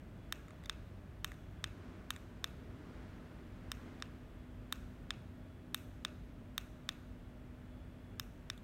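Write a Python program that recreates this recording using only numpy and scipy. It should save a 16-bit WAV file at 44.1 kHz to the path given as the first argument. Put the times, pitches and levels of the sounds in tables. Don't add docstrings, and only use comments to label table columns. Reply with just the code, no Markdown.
import sys
import numpy as np
from scipy import signal
from scipy.fft import rfft, irfft
from scipy.io import wavfile
from scipy.ndimage import uniform_filter1d

SR = 44100
rng = np.random.default_rng(int(sys.argv[2]) if len(sys.argv) > 2 else 0)


def ratio(d):
    e = np.asarray(d, float) / 20
    return 10 ** e


def waveform_to_disk(signal):
    frames = np.transpose(np.atleast_2d(signal))
    scaled = np.clip(frames, -1, 1) * 32767
    samples = np.round(scaled).astype(np.int16)
    wavfile.write(sys.argv[1], SR, samples)


N = 380583

# pitch_hz, density_db (per Hz)
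FAN_COLOUR = [(15, -45), (28, -8.5), (50, 3.5), (110, -2.5), (190, -6), (260, -12.5), (430, -19),
              (620, -20.5), (1000, -30), (3000, -36), (5000, -51), (8000, -47.5), (15000, -49.5)]
FAN_DB = -53
# pitch_hz, width_hz, level_db
HUMS = [(48.5, 19, -63.5), (96.1, 5.3, -61.5), (300.5, 15, -73.5), (620, 77, -72)]
WHINE = 3400, 5, -88
# time_s, level_db
MOTOR_LEVEL = [(0.0, -70), (1.6, -68), (3.0, -62.5), (4.2, -60.5), (7.9, -60.5), (8.63, -63)]
MOTOR_HZ = 248.4
# pitch_hz, density_db (per Hz)
TYRE_COLOUR = [(400, -10.5), (700, -3), (1500, -2), (3000, -13), (6000, -23), (10000, -32.5), (15500, -53)]
# closest_s, engine_rumble_db, tyre_hiss_db, half_length_s
PASSES = [
    (0.58, -79, -71, .2),
    (1.884, -57.5, -64, 0.12),
    (2.956, -57, -63, 0.22),
    (3.868, -57, -62.5, 0.14),
]
ROAD_HISS_DB, ROAD_RUMBLE_DB = -69.5, -64.5

# start_s, level_db, ring_db, rattle_db, crack_db
PRESSES = [
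    (0.324, -20, 5, 6, -1),
    (1.245, -19.5, 4.5, 0, -1.5),
    (2.105, -19.5, 5, -2, 0),
    (3.717, -22.5, 2.5, 13, -1.5),
    (4.7248, -18.5, 7.5, -6, -0.5),
    (5.745, -18, 7.5, -6, -0.5),
    (6.579, -18.5, 8, 3.5, -0.5),
    (8.197, -22, 7, 15, 2),
]
# start_s, level_db, ring_db, rattle_db, crack_db
RELEASES = [
    (0.696, -21, 2, 3.5, -0.5),
    (1.641, -20.5, 3.5, -0.5, 0),
    (2.442, -19.5, 4.5, 3.5, 2),
    (4.023, -25.5, -6, 3, -5),
    (5.1057, -21, 0.5, -1, -7),
    (6.049, -20, 4, 1, -2),
    (6.89, -19.5, 4, 3.5, 1),
    (8.5, -23, 3, 7.5, 2),
]
# start_s, level_db, ring_db, rattle_db, crack_db
CREAKS = [
    (0.4823, -44.5, -12, -8, 0),
    (0.5065, -44, -6, -6, -5),
    (0.6372, -45.5, -6, -6, -10),
    (0.6455, -49, 15, 2, -3),
    (0.6578, -37, 14, 7, 7),
    (1.3176, -36.5, -12, -4, -13),
    (1.341, -51, 0, -4, -2),
    (2.162, -37.5, 0, -6, -1),
    (4.0004, -48, 6, 2, 2),
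    (8.577, -46, 11, 2, 6),
]
# pitch_hz, width_hz, level_db
PRESS_MODES = [(1225, 475, 1), (1785, 380, -0.5), (2700, 750, -5.5), (3115, 270, -1), (3643, 396, 0.5),
               (4370, 280, -68), (5260, 570, -10), (6430, 410, -9), (8530, 580, -6.5), (9900, 380, -11),
               (11690, 380, -12.5), (12900, 1900, -15), (15200, 620, -33)]
# pitch_hz, width_hz, level_db
RELEASE_MODES = [(1160, 430, 0), (1780, 525, -3), (2600, 380, -1), (3070, 220, -4.5), (3560, 406, 0),
                 (4320, 200, -50), (5550, 470, -7.5), (6300, 750, -9), (8270, 410, -6.5),
                 (11370, 1100, -25)]
# pitch_hz, width_hz, level_db
CREAK_MODES = [(1190, 400, -2.5), (1950, 600, -3.5), (3580, 600, -0.5), (4800, 900, -4), (6400, 1000, -9),
               (7550, 900, -15), (9600, 1700, -13), (12000, 2000, -18.5)]
BAND_EDGES_HZ = 3300, 4100, 6000
SNAP_SIZE = 2048

# pitch_hz, t60_s, level_db
REVERB = [(1480, 0.46, -11), (2540, 0.3, -13.5), (3320, 0.79, -22.5), (5800, 0.91, -23.5),
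          (7900, 0.75, -30.5), (10300, 0.62, -16), (13700, 0.28, -26)]
# delay_s, level_db
ECHOES = [(.008, -19.5), (.018, -35), (.0245, -28), (0.033, -20), (0.039, -29)]
ECHO_TOP_HZ = 4470

MIC_DIP = 10500, 600, -3
# pitch_hz, level_db
TREBLE_TOP = [(15800, 0), (15950, -20), (16600, -26), (16900, -70)]


def level(x, db):
    return x * ratio(db) / np.sqrt(np.mean(x ** 2))


def shaped(gain, size=N):
    hz = np.arange(size // 2 + 1) * SR / size
    spectrum = rfft(rng.standard_normal(size)) * gain(hz + 1e-3)
    return level(irfft(spectrum, size), 0)


def colour(points):
    hz, db = np.transpose(points)
    return lambda f: ratio(np.interp(np.log(f), np.log(hz), db))


def walk(rate_hz):
    hold = int(SR / rate_hz)
    held = np.repeat(rng.standard_normal(N // hold + 1), hold)
    return uniform_filter1d(uniform_filter1d(held, hold), hold)[:N]


def fans():
    return level(shaped(colour(FAN_COLOUR)) * ratio(0.53 * walk(2.9)), FAN_DB)


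def power_supplies():
    out = np.zeros(N)
    for hz, width, db in [*HUMS, WHINE]:
        out += ratio(db) * shaped(lambda f: 1 / (1 + (2 * (f - hz) / width) ** 2))
    return out


def motor():
    load_db = np.interp(np.arange(N) / SR, *np.transpose(MOTOR_LEVEL))
    gain = np.sqrt(2) * ratio(load_db + 1.26 * walk(5))
    speed_hz = MOTOR_HZ + 0.788 * walk(3.014)
    return gain * np.sin(2 * np.pi * np.cumsum(speed_hz) / SR)


def passing():
    closest_s, rumble_db, hiss_db, half_s = np.transpose(PASSES)[:, :, None]
    near = 1 / (1 + ((np.arange(N) / SR - closest_s) / half_s) ** 2)
    return [np.sqrt(ratio(road_db) ** 2 + np.sum(ratio(db) ** 2 * near, axis=0))
            for road_db, db in ((ROAD_RUMBLE_DB, rumble_db), (ROAD_HISS_DB, hiss_db))]


def traffic():
    engines, tyres = passing()
    hiss = shaped(colour(TYRE_COLOUR)) * tyres * ratio(0.45 * walk(3.2))
    rumble = shaped(lambda f: np.exp(-(np.log2(f / 250) / 0.87) ** 2))
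    return hiss + rumble * engines * ratio(1.2 * walk(4))


def snaps(events, modes, sign, push_db, contact_s, landing_db, chatter_db, scrape_s, thud_db,
          scatter_db=1.2, detune=.008):
    out = np.zeros((2, N + SNAP_SIZE))
    t = np.arange(SNAP_SIZE) / SR
    f = np.arange(SNAP_SIZE // 2 + 1) * SR / SNAP_SIZE
    hz, width, mode_db = np.transpose(modes)[:, :, None]
    facing = (-1.) ** np.arange(len(modes))[:, None]
    chance = rng.standard_normal((len(events), 2, len(modes), 1))
    grit = rng.standard_normal((len(events), 2, SNAP_SIZE))
    turns = 2 * np.pi * f * contact_s
    jolt = ratio(push_db) * turns ** 2 * np.exp(-.5 * turns ** 2 - 4j * turns)
    strikes = 1 + ratio(landing_db) * np.exp(-2j * np.pi * f * 0.000558)
    chatter_shape = np.exp(-t / .0007) * (1 - np.exp(-t / .0003))
    for event, (size, pitch), (scrape_grit, chatter_grit) in zip(events, chance, grit):
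        start_s, db, ring_db, rattle_db, crack_db = event
        parts_db = np.array([thud_db, ring_db, rattle_db, crack_db])
        part_db = parts_db[np.searchsorted(BAND_EDGES_HZ, hz)]
        centre = hz * (1 + detune * pitch)
        mode = (1j * f * width / (centre ** 2 - f ** 2 + 1j * f * width)) ** 2
        mode_gain = facing * ratio(mode_db + part_db + scatter_db * size)
        body = np.sum(mode_gain * mode, axis=0) - jolt
        run = scrape_grit * np.exp(-t / scrape_s) if scrape_s else np.ones(1)
        ringing = irfft(body * strikes * rfft(run, SNAP_SIZE))
        case = 3.5 * ringing / np.sqrt(np.sum(ringing ** 2))
        crack = np.diff(chatter_grit, 2, prepend=[0, 0]) * chatter_shape
        crack = ratio(chatter_db + crack_db) * crack
        tick = np.diff(t == 0., 2, prepend=[0, 0]) * np.sqrt(np.sum(crack ** 2) / 12)
        blurred = case * np.exp(-t / .0004) + tick
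        at = int((start_s + .0003) * SR)
        out[:, at:at + SNAP_SIZE] += sign * ratio(db) * np.array([case + crack, blurred])
    return out[:, :N]


def presses():
    return snaps(PRESSES, PRESS_MODES, sign=0.77, push_db=-12.0, contact_s=.00004,
                 landing_db=-33.0, chatter_db=-11.5, scrape_s=0, thud_db=0.5)


def creaks():
    return snaps(CREAKS, CREAK_MODES, sign=0.9, push_db=-14, contact_s=.00003,
                 landing_db=-23, chatter_db=-26, scrape_s=0.0012, thud_db=6.5)


def releases():
    return snaps(RELEASES, RELEASE_MODES, sign=-0.92, push_db=-10.5, contact_s=.00005,
                 landing_db=-7.5, chatter_db=-22.0, scrape_s=0, thud_db=-0.4)


def walls(x):
    t = np.arange(SR // 2) / SR
    answer = np.zeros(len(t))
    for hz, t60, db in REVERB:
        band = shaped(lambda f: np.exp(-(np.log2(f / hz) / .4) ** 2), size=len(t))
        tail = band * ratio(-60 * t / t60) * (1 - np.exp(-t / 0.013))
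        answer += level(tail, db) / np.sqrt(len(t))
    for delay, db in ECHOES:
        scattered = rng.standard_normal(len(t)) * np.exp(-np.abs(t - delay) / .0012)
        scattered = signal.lfilter(*signal.butter(1, ECHO_TOP_HZ, fs=SR), scattered)
        answer += level(scattered, db) / np.sqrt(len(t))
    return signal.fftconvolve(x, answer)[:N]


def scene():
    drone = fans() + power_supplies() + motor() + traffic()
    near, all_round = presses() + creaks() + releases()
    return (near + walls(all_round) + drone)[None]


def band_limit(x):
    return signal.sosfilt(signal.butter(12, 16850, fs=SR, output="sos"), x)


def record(dry):
    hz, width, db = MIC_DIP
    f = np.arange(N // 2 + 1) * SR / N
    port_db = db * np.exp(-((f - hz) / width) ** 2) + np.interp(f, *np.transpose(TREBLE_TOP))
    heard = irfft(rfft(dry) * ratio(port_db), N)
    return band_limit(heard)


dry = scene()
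out = record(dry)
waveform_to_disk(out)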